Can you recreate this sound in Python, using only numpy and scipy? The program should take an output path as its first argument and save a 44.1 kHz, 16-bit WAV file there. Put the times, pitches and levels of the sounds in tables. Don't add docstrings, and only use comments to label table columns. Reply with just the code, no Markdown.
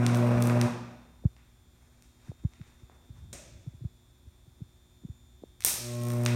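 import sys
import numpy as np
from scipy import signal
from scipy.fft import rfft, irfft, next_fast_len
from scipy.io import wavfile

SR = 44100
rng = np.random.default_rng(int(sys.argv[2]) if len(sys.argv) > 2 else 0)


def waveform_to_disk(signal):
    frames = np.transpose(np.atleast_2d(signal))
    scaled = np.clip(frames, -1, 1) * 32767
    samples = np.round(scaled).astype(np.int16)
    wavfile.write(sys.argv[1], SR, samples)


N = 280035
TIME = np.arange(N) / SR
MAINS_HZ = 60


# mains_multiple, gain_db
BREAKING_OVERTONES = [(3, -14), (5, -24), (6, -1.5), (7, -24), (8, -9), (9, -12.5), (10, -3), (11, -17),
                      (12, -12.5)]
# time_s, gain_db
UNREST = [(0.0, -33.5), (0.086, -37.5), (0.322, -28.5), (0.448, -34.5), (0.588, -27), (0.608, -33),
          (0.64, -32.5)]

def breaking_arc(break_s=0.66, cooling_s=0.02, ring_db=-7, ring_t60_s=0.83):
    burning = dying(break_s, cooling_s)
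    ring = from_db(ring_db) * (dying(break_s, ring_t60_s / np.log(1000)) - burning)
    times_s, gains_db = np.transpose(UNREST)
    unrest_db = np.interp(TIME, times_s, gains_db)
    cycles = MAINS_HZ * (TIME - .0052)
    hum = from_db(-25.3) * (burning - ring)
    octave = from_db(-29) * (burning + ring)
    rasp = from_db(-5.5 + unrest_db) * (burning + ring)
    buzz = arc_buzz(cycles, hum, octave, rasp, BREAKING_OVERTONES, octave_lag_s=0.00068, waver_db=4.5)
    roar = from_db(-37 + 0.23 * (unrest_db - gains_db.mean()))
    plasma = arc_plasma(cycles, roar, sizzle=from_db(-60.5), sharpness=0.46, top_hz=8500)
    ticks = reignition_ticks(cycles, gain_db=-32.5, reverse_db=-9)
    return buzz, burning * (plasma + ticks)


# mains_multiple, gain_db
PULLED_OVERTONES = [(6, -4), (8, -13), (10, -5), (12, -20), (14, -26)]
STRIKE_S = 5.6486

def pulled_arc(gap_share=0.027, pull_start_s=5.768, pull_takes_s=0.6):
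    lit = TIME > STRIKE_S
    length = lit * (gap_share + np.maximum(TIME - pull_start_s, 0) / pull_takes_s)
    cycles = MAINS_HZ * (TIME - .0023)
    hum, octave = from_db(-26) * length, from_db(-33) * length
    rasp = from_db(-35.5) * length ** 0.78
    buzz = arc_buzz(cycles, hum, octave, rasp, PULLED_OVERTONES,
                    octave_lag_s=0.00033, waver_db=2.1, rasp_lead_s=.0012)
    roar = from_db(-43.5) * length ** 1.55
    plasma = arc_plasma(cycles, roar, sizzle=from_db(-55.5), sharpness=0.87, top_hz=19000)
    ticks = reignition_ticks(cycles, gain_db=-24.5, reverse_db=-21)
    return buzz, lit * (plasma + ticks)


def arc_buzz(cycles, hum, octave, rasp, overtones, octave_lag_s, waver_db, rasp_lead_s=0):
    phase = 2 * np.pi * (cycles - 1 / 4)
    rasp_phase = phase + 2 * np.pi * MAINS_HZ * rasp_lead_s
    octave_phase = phase - 2 * np.pi * MAINS_HZ * octave_lag_s
    tone = hum * np.cos(2 * phase) + octave * np.cos(4 * octave_phase)
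    for multiple, db in overtones:
        gain = rasp * from_db(db + waver_db * drift(25.02))
        tone += gain * np.cos(multiple * rasp_phase + waver_db / 6 * drift(10.05))
    return np.sqrt(2) * tone


# freq_hz, density_db
ROAR_SPECTRUM = [(40, -19), (90, -4.5), (180, 7.5), (400, -1), (650, -2), (1000, -1), (1400, -4.5),
                 (2000, -12.5), (2600, -13), (3100, -20), (6000, -26), (16000, -38.5)]
SIZZLE_SPECTRUM = [(500, -39), (2000, -1.5), (5000, 0), (9000, 0.5), (12000, -5), (16000, -24)]

def arc_plasma(cycles, roar, sizzle, sharpness, top_hz, flicker_db=3.5):
    phase = 2 * np.pi * (cycles - 1 / 4)
    bursts = np.exp(sharpness * np.cos(2 * phase + 1.17)) * from_db(flicker_db * drift(110))
    roaring = noise(ROAR_SPECTRUM, bursts)
    sizzling = noise(SIZZLE_SPECTRUM, bursts * from_db(2 * drift(550)))
    return roar * roaring + sizzle * rms_one(band(sizzling, 500, top_hz, order=1))


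# centre_s, rise_db, half_width_s
SPITTING_SPELLS = [(.163, 19, 0.017), (.27, 8.5, 0.022), (.445, 16.5, 0.056), (6.085, 9, 0.053),
                   (6.26, 12.5, 0.031)]

def reignition_ticks(cycles, gain_db, reverse_db):
    half_cycle = np.floor(2 * cycles)
    impulses = np.diff(half_cycle, prepend=half_cycle[0])
    tick_db = gain_db + humps(SPITTING_SPELLS) + reverse_db * (half_cycle % 2)
    return band(impulses * from_db(tick_db + 2 * rng.standard_normal(N)), 5600, 17000, order=1)


def strike(corona_db=-55, corona_half_s=.04):
    fizz = rms_one(band(rng.standard_normal(N), 1500, 12000, order=1))
    corona = from_db(corona_db) * (np.abs(TIME - STRIKE_S) < corona_half_s) * fizz
    crack = snaps([(STRIKE_S, 2.5, 9800)], spread=1.56, room_db=4)
    thud = snaps([(STRIKE_S, -17.5, 430)], spread=5, room_db=4.5)
    return corona + crack + thud


# start_s, level_db, centre_hz
ARC_SPARKS = [(.065, -9.5, 2950), (.1473, -18, 2690), (.4242, -14.5, 5000), (.4723, -18.5, 6400),
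              (.4981, -16, 1210), (.6139, -10.5, 3220), (5.6064, -25.5, 3620), (5.6228, -25, 3900),
              (5.6388, -23.5, 5300), (5.6523, -6, 7800), (5.6632, -7, 10000), (5.6847, -6, 8700),
              (6.104, -21, 1390), (6.262, -4.5, 1980)]
# start_s, level_db, centre_hz
FAINT_SNAPS_AND_SCUFFS = [(1.3657, -39.5, 1500), (2.0235, -38, 5170), (2.536, -39.5, 2180), (2.615, -41, 1400),
                          (2.8977, -36.5, 547)]

def sparks_and_snaps():
    return snaps(ARC_SPARKS, spread=2.26, room_db=-4) + snaps(FAINT_SNAPS_AND_SCUFFS, spread=1.84, room_db=0.5)


def snaps(rows, spread, room_db, crackle_gain=0.088, crackle_s=0.0016):
    direct, send = np.zeros((2, N + SR))
    t = TIME[:SR // 20]
    for start_s, db, centre_hz in rows:
        low_hz, high_hz = centre_hz / spread, centre_hz * spread
        burst = crackle_gain * rng.standard_normal(len(t)) * np.exp(-t / crackle_s)
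        parts = band(np.array([t == 0, burst]), low_hz, high_hz, order=1)
        spike, crackle = band(parts, low_hz / 3, high_hz * 2)
        gain = 1.58 * from_db(db) / np.linalg.norm(spike)
        at = round(start_s * SR)
        direct[at:at + len(t)] += gain * (spike + crackle)
        send[at:at + len(t)] += gain * spike * from_db(room_db)
    return np.array([direct[:N], send[:N]])


# pitch_hz, level_db
IDLE_TONES = [(60, -65.5), (120, -69), (240, -73), (360, -77.5), (3241, -84), (3722, -83.5), (6992, -82),
              (7083, -87), (7203, -85.5), (7323, -84.5)]
# (centre_s, depth_db, half_width_s)
WHINE_TONES = [(3470, -78, [(1.15, 15, 0.24), (2.3, 18, .35)]), (3591, -76.5, [(1.8, 12, 0.35),
               (4.0, 10, 0.4)])]
# pitch_hz, level_db
LOAD_TONES = [(1080, -51), (1320, -64.5), (1920, -64), (2400, -60.5)]
# centre_s, gain_db, half_width_s
LOAD_SWELL = [(6.04, -3.5, .17)]

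def transformer():
    whine = sum(from_db(-humps(fades)) * tones([(hz, db)], waver_db=1) for hz, db, fades in WHINE_TONES)
    idle = tones(IDLE_TONES, waver_db=2.5)
    singing = swells(LOAD_SWELL) * (TIME > STRIKE_S) * tones(LOAD_TONES, waver_db=6.5)
    return idle + whine + singing


# freq_hz, gain_db
ROD_RESPONSE = [(100, -2), (310, 2.5), (450, -4.5), (590, 7), (700, 0), (810, -10.5), (2500, -7),
                (5000, -6), (7000, 0.5), (9000, -5), (10500, -12), (15000, -16)]

def rod_knock(start_s=3.3295, level_db=-20, chatter_s=0.011, room_db=3):
    blow = np.arange(N) == round(start_s * SR)
    chatter = .16 * rng.standard_normal(N) * (TIME > start_s) * dying(start_s, chatter_s)
    body = coloured(blow, ROD_RESPONSE)
    gain = 1.59 * from_db(level_db) / np.linalg.norm(body)
    return gain * (body + coloured(chatter, ROD_RESPONSE)) / 2, gain * body * from_db(room_db)


# peak_s, peak_db, pitch_hz, length_s
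MIC_BUMPS = [(0.362, -30, 80, 0.019), (1.24, -45, 450, 0.0035), (1.259, -12, 105, 0.012),
             (2.299, -30, 113, 0.014), (2.318, -38.5, 377, 0.0028), (2.455, -17, 102, 0.0124),
             (2.614, -34.5, 120, 0.0144), (2.839, -41.5, 74, 0.015), (3.11, -37.5, 93, 0.017),
             (3.68, -29.5, 123, 0.018), (3.753, -40, 93, 0.017), (3.825, -35, 121, 0.026),
             (3.8567, -24, 98, 0.014), (4.282, -43.5, 81, 0.027), (4.484, -44, 91.5, 0.014),
             (4.623, -30, 115, .012), (5.053, -30.5, 155, 0.01), (5.104, -31.5, 87.4, 0.016),
             (5.438, -32, 328, 0.0033), (5.742, -45, 100, 0.015)]

def microphone_bumps(touch_lead_s=0.01384, touch_hz=257, touch_s=0.0076, scuff_db=-39):
    thumps, scuff_gain, t = np.zeros(N + SR), np.zeros(N), TIME[:SR // 10]
    touches = [(peak_s - touch_lead_s, min(-37.5 + 0.3 * db, db - 12.5), touch_hz, touch_s)
               for peak_s, db, _, _ in MIC_BUMPS]
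    for peak_s, db, pitch_hz, length_s in MIC_BUMPS + touches:
        width_hz = 1.01 / length_s
        low_hz = np.sqrt(pitch_hz ** 2 + width_hz ** 2 / 4) - width_hz / 2
        body = signal.bessel(4, [low_hz, low_hz + width_hz], "band", norm="mag", fs=SR, output="sos")
        swing = signal.sosfilt(body, 1. * (t == 0))
        envelope = np.abs(signal.hilbert(swing))
        at = round(peak_s * SR) - envelope.argmax()
        thumps[at:at + len(t)] += from_db(db) * swing / envelope.max()
        from_onset_s = np.abs(TIME - at / SR)
        scuff_gain += from_db(db + scuff_db) * np.exp(-np.minimum(4 * from_onset_s / length_s, 20))
    return thumps[:N] + scuff_gain * rms_one(band(rng.standard_normal(N), 250, 750))


# centre_s, level_db, half_width_s
GRIP_SHIFTS = [(3.255, -47, 0.095), (3.55, -52.5, 0.086), (5.69, -50.5, 0.07)]
SLEEVE_RUSTLES = [(1.92, -68.5, 0.15), (2.25, -66.5, 0.094), (2.7, -69, 0.41), (3.2, -67.5, 0.061),
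                  (3.65, -77, 0.23)]
# freq_hz, density_db
RUSTLE_SPECTRUM = [(100, 10.5), (600, 1.5), (1500, 1.5), (3000, -5.5), (7000, -6.5), (16000, -24)]

def handling():
    rumble = swells(GRIP_SHIFTS) * rms_one(band(rng.standard_normal(N), 70, 125))
    bumps = microphone_bumps()
    rustle = swells(SLEEVE_RUSTLES) * noise(RUSTLE_SPECTRUM, from_db(4 * drift(40)))
    return rumble + bumps + rustle


# freq_hz, t60_s
GARAGE_DECAY = [(100, 0.98), (300, 1), (1000, 0.95), (2500, 0.96), (5000, 0.86), (9000, 0.51),
                (15000, 0.39)]

def garage(send, earlier, build_s=0.0094):
    t, hz = TIME[:SR], np.fft.rfftfreq(SR, 1 / SR)
    white, response = rfft(rng.standard_normal(SR)), np.zeros(SR)
    for band_hz, t60_s in GARAGE_DECAY:
        share = at_hz([(f, f == band_hz) for f, _ in GARAGE_DECAY], hz)
        response += irfft(white * share, SR) * from_db(-60 * t / t60_s)
    response *= 1 - np.exp(-t / build_s)
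    echoes = signal.fftconvolve(np.concatenate([earlier, send]), response / np.linalg.norm(response))
    return echoes[len(earlier):][:N]


# freq_hz, density_db
AIR_SPECTRUM = [(15, -37), (25, -18), (64, 1.5), (127, -14), (206, -17), (242, -21), (270, -18), (354, -23),
                (503, -29), (607, -26.5), (2760, -36.5), (3620, -33.5), (4030, -32), (7110, -37.5),
                (16000, -36.5)]

def room_air(level_db=-60):
    return from_db(level_db) * noise(AIR_SPECTRUM)


def from_db(db):
    return 10 ** (np.asarray(db) / 20)


def rms_one(x):
    return x / np.sqrt(np.mean(x ** 2) + 1e-20)


def at_hz(points, hz):
    freqs_hz, values = np.transpose(points)
    return np.interp(np.log(np.maximum(hz, 1)), np.log(freqs_hz), values)


def coloured(x, points):
    size = 2 * next_fast_len((N + SR) // 2)
    gain = from_db(at_hz(points, np.fft.rfftfreq(size, 1 / SR)))
    cepstrum = irfft(np.log(gain))
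    cepstrum[1:size // 2] *= 2
    cepstrum[size // 2 + 1:] = 0
    return irfft(rfft(x, size) * np.exp(rfft(cepstrum)))[:N]


def band(x, low_hz, high_hz, order=2):
    high_hz = min(high_hz, .45 * SR)
    edges_hz = [min(low_hz, high_hz / 2), high_hz]
    return signal.sosfilt(signal.butter(order, edges_hz, "band", fs=SR, output="sos"), x)


def noise(spectrum, gate=1):
    return rms_one(coloured(gate * rng.standard_normal(N), spectrum))


def drift(rate_hz):
    return np.interp(TIME * rate_hz, np.arange(4000), rng.standard_normal(4000))


def tones(rows, waver_db):
    return np.sqrt(2) * sum(
        from_db(db + waver_db * drift(3.08)) * np.sin(2 * np.pi * (hz * TIME + rng.random()))
        for hz, db in rows)


def humps(rows):
    return sum(height * np.exp(-np.minimum(((TIME - centre_s) / half_width_s) ** 2, 50))
               for centre_s, height, half_width_s in rows)


def swells(rows):
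    return humps((centre_s, from_db(db), half_width_s) for centre_s, db, half_width_s in rows)


def dying(start_s, decay_s):
    return np.exp(-np.clip((TIME - start_s) / decay_s, 0, 30))


def scene():
    buzz, plasma = np.add(breaking_arc(), pulled_arc())
    hum = transformer()
    hits, hits_send = sparks_and_snaps() + strike() + rod_knock()
    plasma_send = from_db(-3.5) * plasma
    echoes = garage(hits_send + plasma_send, earlier=plasma_send[:SR // 8])
    return (buzz + plasma + hum + hits + echoes + handling() + room_air())[None]


# freq_hz, gain_db
MIC_RESPONSE = [(1900, 0), (2550, 2), (3000, -4.5), (3500, -1), (4700, -4), (5800, 0.5), (7800, -3),
                (8800, 3), (10400, -5), (13000, -2), (16000, -9.5)]
CUTOFF_HZ = 16350

def record(dry):
    rounded = np.tanh(coloured(dry[0], MIC_RESPONSE))
    low_pass = signal.ellip(10, .1, 80, CUTOFF_HZ, fs=SR, output="sos")
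    return signal.sosfilt(low_pass, rounded)[None]


dry = scene()
out = record(dry)
waveform_to_disk(out)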